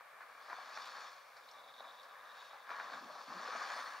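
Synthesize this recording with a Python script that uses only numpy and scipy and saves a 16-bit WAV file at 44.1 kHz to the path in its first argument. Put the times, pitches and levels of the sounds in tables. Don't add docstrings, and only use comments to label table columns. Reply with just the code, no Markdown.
import sys
import numpy as np
from scipy import signal
from scipy.fft import rfft, irfft, next_fast_len
from scipy.io import wavfile
from scipy.ndimage import uniform_filter1d, map_coordinates

SR = 44100
rng = np.random.default_rng(int(sys.argv[2]) if len(sys.argv) > 2 else 0)


def wav_out(sig):
    wavfile.write(sys.argv[1], SR, np.round(np.clip(np.atleast_2d(sig).T, -1, 1) * 32767).astype(np.int16))


N = 176400


def amp(db):
    return 10 ** (np.asarray(db) / 20)


def unit(x):
    return x / np.sqrt(np.mean(x ** 2) + 1e-20)


def decay(t, t60):
    return np.exp(-np.log(1000) * t / t60)


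def along(points, hz):
    frequencies, values = np.transpose(points)
    return np.interp(np.log(hz + 1), np.log(frequencies + 1), values)


def curve(rows):
    return np.interp(np.arange(N) / SR, *np.transpose(rows))


def wobble(rate):
    return map_coordinates(rng.standard_normal(1024), [np.arange(N) * rate / SR], mode="wrap")


def add(track, start_s, sound):
    i = max(0, round(start_s * SR))
    track[i:i + len(sound)] += sound[:max(0, N - i)]


def filtered(x, response):
    size = next_fast_len(N + SR // 2)
    return irfft(rfft(x, size) * response(np.fft.rfftfreq(size, 1 / SR)), size)[..., :N]


def coloured(x, colour):
    size = 8192
    cepstrum = irfft(np.log(amp(along(colour, np.fft.rfftfreq(size, 1 / SR)))))
    causal_fold = np.r_[1, np.full(size // 2 - 1, 2), 1, np.zeros(size // 2 - 1)]
    impulse_response = irfft(np.exp(rfft(cepstrum * causal_fold)))
    return unit(signal.fftconvolve(x, impulse_response)[:N])


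def rush(colour, patchy_db):
    spectra = signal.stft(rng.standard_normal(N), nperseg=512)[2]
    patches = uniform_filter1d(rng.standard_normal(spectra.shape), size=5, axis=0)
    patches = unit(uniform_filter1d(patches, size=6, axis=1))
    return coloured(signal.istft(spectra * amp(patchy_db * patches))[1][:N], colour)


def impacts(colour, rate, scatter_db):
    lands = rng.random(N) < rate / SR
    signs = rng.choice([-1, 1], N)
    sizes = amp(scatter_db * np.clip(rng.standard_normal(N), -2, 2))
    return coloured(lands * signs * sizes, colour)


def bubble(hz, cycles, rise):
    life_s = cycles / hz
    age = np.arange(int(life_s * SR) + 2) / (life_s * SR)
    ring = np.sin(2 * np.pi * cycles * (age + rise * age * age / 2))
    onset = 1 - np.exp(-(cycles * age) ** 2)
    return ring * decay(age, 1) * onset


def bubbles(rate, centre_hz, spread, cycles, scatter_db):
    cloud = np.zeros(N)
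    starts_s = rng.random(8000) * N / SR
    draws = np.clip(rng.standard_normal((8000, 3)), -2, 2)
    for start_s, (pitch, life, size) in zip(starts_s[:int(rate * N / SR)], draws):
        ring = bubble(centre_hz * np.exp(spread * pitch), cycles * np.exp(life / 2), rise=0.36)
        add(cloud, start_s, amp(scatter_db * size) * ring)
    return unit(cloud)


def tail(t60_s):
    t = np.arange(SR // 2) / SR
    response = rng.standard_normal(len(t)) * decay(t, t60_s)
    return response / np.linalg.norm(response)


def widened(mid, side, coherence):
    def weights(hz):
        angle = np.arccos(np.clip(along(coherence, hz), 0, 1)) / 2
        return np.array([np.cos(angle), np.sin(angle)])
    mid, side = filtered(np.array([mid, side]), weights)
    return np.array([mid + side, mid - side])


def air():
    # frequency_hz, relative_db
    colour = [(25, -20), (60, 1), (92, -8), (118, 13), (150, 6.5), (300, -2), (540, 31), (660, 27),
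              (1100, 26), (2300, 18.5), (2700, 17.5), (3050, 13), (3600, 16.5), (5500, 9), (8000, 6.5),
              (12000, 7), (15500, 5.5)]
    # frequency_hz, coherence
    coherence = [(100, 1), (1000, 0.42), (4000, 0.17), (8000, 0.38), (15000, 0.65)]
    mid, side = [coloured(noise, colour) for noise in rng.standard_normal((2, N))]
    return amp(-64) * widened(mid, side, coherence)


def wind():
    # frequency_hz, relative_db
    colour = [(20, 7), (45, -6), (90, -25)]
    return amp(-112 + 6 * wobble(8.7)) * coloured(rng.standard_normal(N), colour)


def far_hiss():
    # time_s, level_db
    levels = [(0, -69.5), (1.0, -73), (1.7, -72), (2.0, -96)]
    # frequency_hz, relative_db
    colour = [(1200, -26), (1900, -5.5), (2200, 8), (2400, 8), (2650, -29), (3500, -33)]
    return amp(curve(levels)) * coloured(rng.standard_normal(N), colour)


def note(length_s, centre_hz, fall_hz):
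    age = np.linspace(0, 1, int(length_s * SR))
    pitch_hz = centre_hz + fall_hz * (.5 - age)
    return np.sin(np.pi * age) * np.sin(2 * np.pi * np.cumsum(pitch_hz) / SR)


def bird():
    # start_s, level_db
    phrases = [(1.434, -61.5), (1.535, -57.5), (1.637, -55), (1.739, -52), (1.838, -53.5), (1.941, -54.5),
               (2.045, -62), (2.145, -65.5), (2.25, -57), (2.352, -55.5), (2.399, -62), (2.452, -57.5),
               (2.554, -62), (2.664, -59.5), (2.765, -58), (2.88, -55.5)]
    pitch_hz, fall_hz = 3690, 760
    tick_s, tick_step_s = .0032, .0047
    note_s, note_step_s, jitter_s = .0052, .0084, .0006
    # delay_s, length_s, relative_db
    ticks = [(k * tick_step_s, tick_s, -2.5) for k in range(3)]
    trill = [(.0225 + k * note_step_s, note_s, 2.2 * min(k - 3, 0)) for k in range(6)]
    closing = [(trill[-1][0] + note_step_s, tick_s, -0.5)]
    song = np.zeros(N)
    for start_s, level_db in phrases:
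        for delay_s, length_s, relative_db in ticks + trill + closing:
            detune, size, late = rng.standard_normal(3)
            chirp = note(length_s, pitch_hz * (1 + .012 * detune), fall_hz * length_s / note_s)
            blurred = amp(-8) * signal.fftconvolve(chirp, tail(t60_s=.03)[:SR // 20])
            blurred[:len(chirp)] += chirp
            gain = amp(level_db + relative_db + 0.93 * size)
            add(song, start_s + delay_s + jitter_s * late, gain * blurred)
    return song + amp(-11.5) * signal.fftconvolve(song, tail(t60_s=1))[:N]


def spray():
    # time_s, level_db
    levels = [(0, -86), (.15, -87), (.4, -71.5), (.52, -65.5), (.7, -62.5), (.76, -58), (.86, -58),
              (.9, -59.5), (1.07, -60), (1.16, -68.5), (1.3, -73), (1.5, -71.5), (1.6, -74), (2.02, -70.5),
              (2.17, -76), (2.44, -65), (2.56, -72), (2.68, -74), (2.71, -65.5), (2.95, -62.5),
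              (3.03, -65.5), (3.25, -63), (3.45, -58), (3.72, -54.5), (4, -63.5)]
    # frequency_hz, relative_db
    colour = [(500, -59), (2000, -4.5), (2500, 0.5), (3000, -5.5), (3600, 3.5), (4000, -3), (4350, 5),
              (4650, -1), (4950, 1.5), (5200, -4), (5700, -1), (6200, -7), (7200, -10.5), (7900, -20),
              (9500, -21), (11000, -40), (15500, -40)]
    # time_s, level_db
    fizz_levels = [(3.2, -100), (3.55, -78), (3.8, -70), (4, -76)]
    # frequency_hz, relative_db
    fizz_colour = [(4000, -30), (9000, 5), (13500, -7), (15500, -0.5)]
    mist = amp(-1) * rush(colour, patchy_db=3)
    droplets = amp(-3.5) * impacts(colour, rate=980, scatter_db=3.5)
    pings = amp(-12.5) * bubbles(rate=220, centre_hz=4400, spread=.19, cycles=52, scatter_db=9)
    fizz = amp(curve(fizz_levels)) * impacts(fizz_colour, rate=13000, scatter_db=4)
    return amp(curve(levels)) * (mist + droplets + pings) + fizz


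def drips():
    # start_s, level_db, pitch_hz, ping_relative_db
    drops = [(0.855, -44, 3870, -2), (1.368, -51, 4430, -5), (1.487, -50, 4060, -3), (1.513, -55, 5420, 6),
             (2.031, -54, 4600, -4), (3.763, -47, 4990, 2)]
    out, t = np.zeros(N), np.arange(SR // 20) / SR
    for start_s, level_db, pitch_hz, ping_relative_db in drops:
        add(out, start_s, amp(level_db + ping_relative_db) * bubble(pitch_hz, cycles=80, rise=0.12))
        roughness = unit(uniform_filter1d(rng.standard_normal(len(t)), size=24))
        spatter = np.exp(-t / 0.015) * roughness * np.sin(2 * np.pi * pitch_hz * t)
        add(out, start_s, amp(level_db - 8) * spatter)
    return out


def plops():
    # start_s, level_db, pitch_hz
    large_bubbles = [(0.522, -40, 957), (0.584, -43.5, 734), (0.80, -45, 1000), (1.873, -47, 653),
                     (2.532, -43, 804), (2.543, -47, 834), (2.555, -48, 790), (3.022, -57.5, 248),
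                     (3.099, -44.5, 580), (3.337, -56.5, 175), (3.399, -44, 806), (3.484, -43, 508),
                     (3.549, -38, 648)]
    out = np.zeros(N)
    for start_s, level_db, pitch_hz in large_bubbles:
        add(out, start_s, amp(level_db) * bubble(pitch_hz, cycles=40, rise=0.31))
    return out


def gulps():
    # start_s, level_db, t60_s
    plunges = [(0.68, -80, 0.99), (2.80, -67, 0.67), (2.915, -57, 0.64), (3.005, -56, 0.34),
               (3.275, -49.5, 0.29), (3.315, -51.5, 0.42), (3.52, -52, 0.2), (3.68, -67, 0.78)]
    # frequency_hz, relative_db
    colour = [(50, -20), (110, -22), (175, -7), (220, -3.5), (275, 2.5), (330, -4), (400, -5), (500, -22),
              (1000, -75)]
    rise_s = .022
    swell, t = np.zeros(N), np.arange(SR) / SR
    for start_s, level_db, t60_s in plunges:
        add(swell, start_s, amp(level_db) * (1 - np.exp(-t / rise_s)) * decay(t, t60_s))
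    pockets = bubbles(rate=250, centre_hz=222, spread=.27, cycles=12, scatter_db=1.5)
    return swell * (rush(colour, patchy_db=1.0) + pockets / 2) / 2


def slaps():
    # start_s, splatter_db, pop_db, pop_pitch_hz, splatter_t60_s
    blows = [(0.008, -55, -36, 1110, 0.058), (0.206, -53.5, -38, 1210, 0.18),
             (0.219, -58, -43, 1600, 0.072), (0.498, -44, -27.5, 1140, 0.096), (0.516, -54, -45, 1190, .06),
             (0.529, -51, -27.5, 975, 0.09), (0.773, -39.5, -46, 1200, 0.037),
             (0.969, -59, -32.5, 1170, 0.11), (1.365, -56, -47, 1170, 0.18), (1.688, -57, -46, 910, .06),
             (1.805, -54, -34, 693, 0.036), (2.531, -57, -45, 1100, 0.059), (2.693, -50, -41, 1250, .04),
             (2.704, -47, -38, 1170, .12), (2.715, -62, -25.5, 1120, .2), (2.799, -44, -21.5, 1620, 0.027),
             (2.81, -60, -27, 1440, 0.043), (2.932, -44.5, -43, 1220, 0.094), (3.284, -51, -50, 1280, 0.11),
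             (3.476, -40.5, -27, 1310, 0.03), (3.541, -46.5, -30, 1560, 0.035), (3.56, -88, -31, 1150, .03),
             (3.595, -47, -42, 1070, 0.2), (3.702, -78, -38, 1280, 0.45), (3.779, -53, -29, 1100, 0.15),
             (3.948, -58, -31, 1100, 0.026)]
    # frequency_hz, relative_db
    colour = [(100, -55), (350, -13), (550, -12.5), (800, 2.5), (1140, -8), (1420, 3.5), (1680, 1),
              (2050, -6.5), (2400, -5), (2850, -24.5), (4200, -17), (6000, -30), (9000, -41)]
    pops, bursts, t = np.zeros(N), np.zeros(N), np.arange(SR // 3) / SR
    for start_s, splatter_db, pop_db, pop_pitch_hz, splatter_t60_s in blows:
        add(pops, start_s, amp(pop_db) * bubble(pop_pitch_hz, cycles=11.3, rise=0.25))
        add(bursts, start_s, amp(splatter_db) * decay(t, splatter_t60_s))
    splatter = bursts * unit(rng.standard_normal(N) * amp(0.88 * wobble(500)))
    return pops + splatter.std() * coloured(splatter, colour)


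def churn():
    # time_s, level_db
    effort = [(0.0, -61.5), (0.15, -59.5), (0.22, -57), (0.33, -56.5), (0.48, -55.5), (0.505, -50),
              (0.54, -51), (0.56, -53), (0.8, -50), (0.85, -52), (0.99, -50), (1.24, -60.5), (1.5, -60),
              (1.6, -56.5), (1.78, -60), (1.8, -52), (1.97, -57.5), (2.38, -55), (2.49, -58), (2.54, -54.5),
              (2.62, -58), (2.67, -54), (2.71, -47), (2.77, -47.5), (2.81, -46.5), (2.84, -48),
              (2.99, -47.5), (3.03, -55), (3.1, -51.5), (3.21, -50), (3.25, -58.5), (3.3, -49.5),
              (3.53, -43.5), (3.55, -43.5), (3.58, -45), (3.61, -43.5), (3.69, -46.5), (3.71, -43.5),
              (3.87, -46), (4.0, -52)]
    # frequency_hz, relative_db
    colour = [(60, -47), (110, -47), (180, -28), (280, -20.5), (380, -22), (530, -7), (680, -8),
              (800, -2.5), (950, -3.5), (1140, 3.5), (1420, -5), (1680, 1), (2050, -11.5), (2350, -11.5),
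              (2650, -21.5), (3000, -20.5), (3600, -23), (4200, -26.5), (6000, -35.5), (9000, -94)]
    # time_s, treble_gain_db
    brightness = [(0, 4.5), (.23, 1.5), (.38, 0), (.8, 0.5), (1.3, -0.5), (1.65, -7.5), (1.85, -3),
                  (2.2, 1), (2.4, 1.5), (2.76, 1.5), (2.9, -3), (3.2, -4.5), (3.5, 0), (3.9, 1.5)]
    heave_hz, sheet_hz, gurgle_db = 800, 1370, .7
    wash = amp(-3) * rush(colour, patchy_db=0.5)
    patter = amp(-6) * impacts(colour, rate=500, scatter_db=3.5)
    cloud = amp(-11.5) * bubbles(rate=600, centre_hz=1199, spread=0.3124, cycles=31.4, scatter_db=5.0)
    water = wash + patter + cloud
    heave = filtered(water, lambda hz: 1 / (1 + (hz / heave_hz) ** 6))
    sheets = filtered(water, lambda hz: 1 - 1 / (1 + (hz / sheet_hz) ** 8))
    treble_db = curve(brightness)
    tilted = water + (amp(treble_db) - 1) * sheets + (amp(-treble_db / 2) - 1) * heave
    return amp(curve(effort) + gurgle_db * wobble(35)) * tilted


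def scene():
    # frequency_hz, left_minus_right_db
    lean = [(150, 0), (300, -.5), (450, -2), (740, .8), (1150, 4.8), (1500, 1.8), (2000, -2.8), (3300, 0),
            (5500, 1)]
    # frequency_hz, left_lead_rad
    lead = [(0, -0.032), (2500, -0.15), (2930, 1), (4220, 0.11), (6000, 0.62), (13900, 0.04)]
    # frequency_hz, coherence
    coherence = [(100, 1), (300, 0.92), (1100, 1), (2200, 0.72), (4000, 1), (8000, 0.91), (15000, 1)]
    low_cut = signal.butter(N=6, Wn=143, btype="high", fs=SR, output="sos")
    direct = signal.sosfilt(low_cut, churn() + spray() + slaps() + plops() + drips() + gulps() + bird())
    bank = amp(-12) * signal.fftconvolve(direct, tail(t60_s=0.25))[:N]
    side = signal.fftconvolve(direct, tail(t60_s=0.12))[:N]
    pair = widened(direct + bank, side, coherence)
    share = np.array([[.5], [-.5]])
    placed = filtered(pair, lambda hz: amp(share * along(lean, hz)) * np.exp(1j * share * along(lead, hz)))
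    return placed + air() + wind() + far_hiss()


def record(dry):
    return filtered(dry, lambda hz: hz < 15750)


dry = scene()
out = record(dry)
wav_out(out)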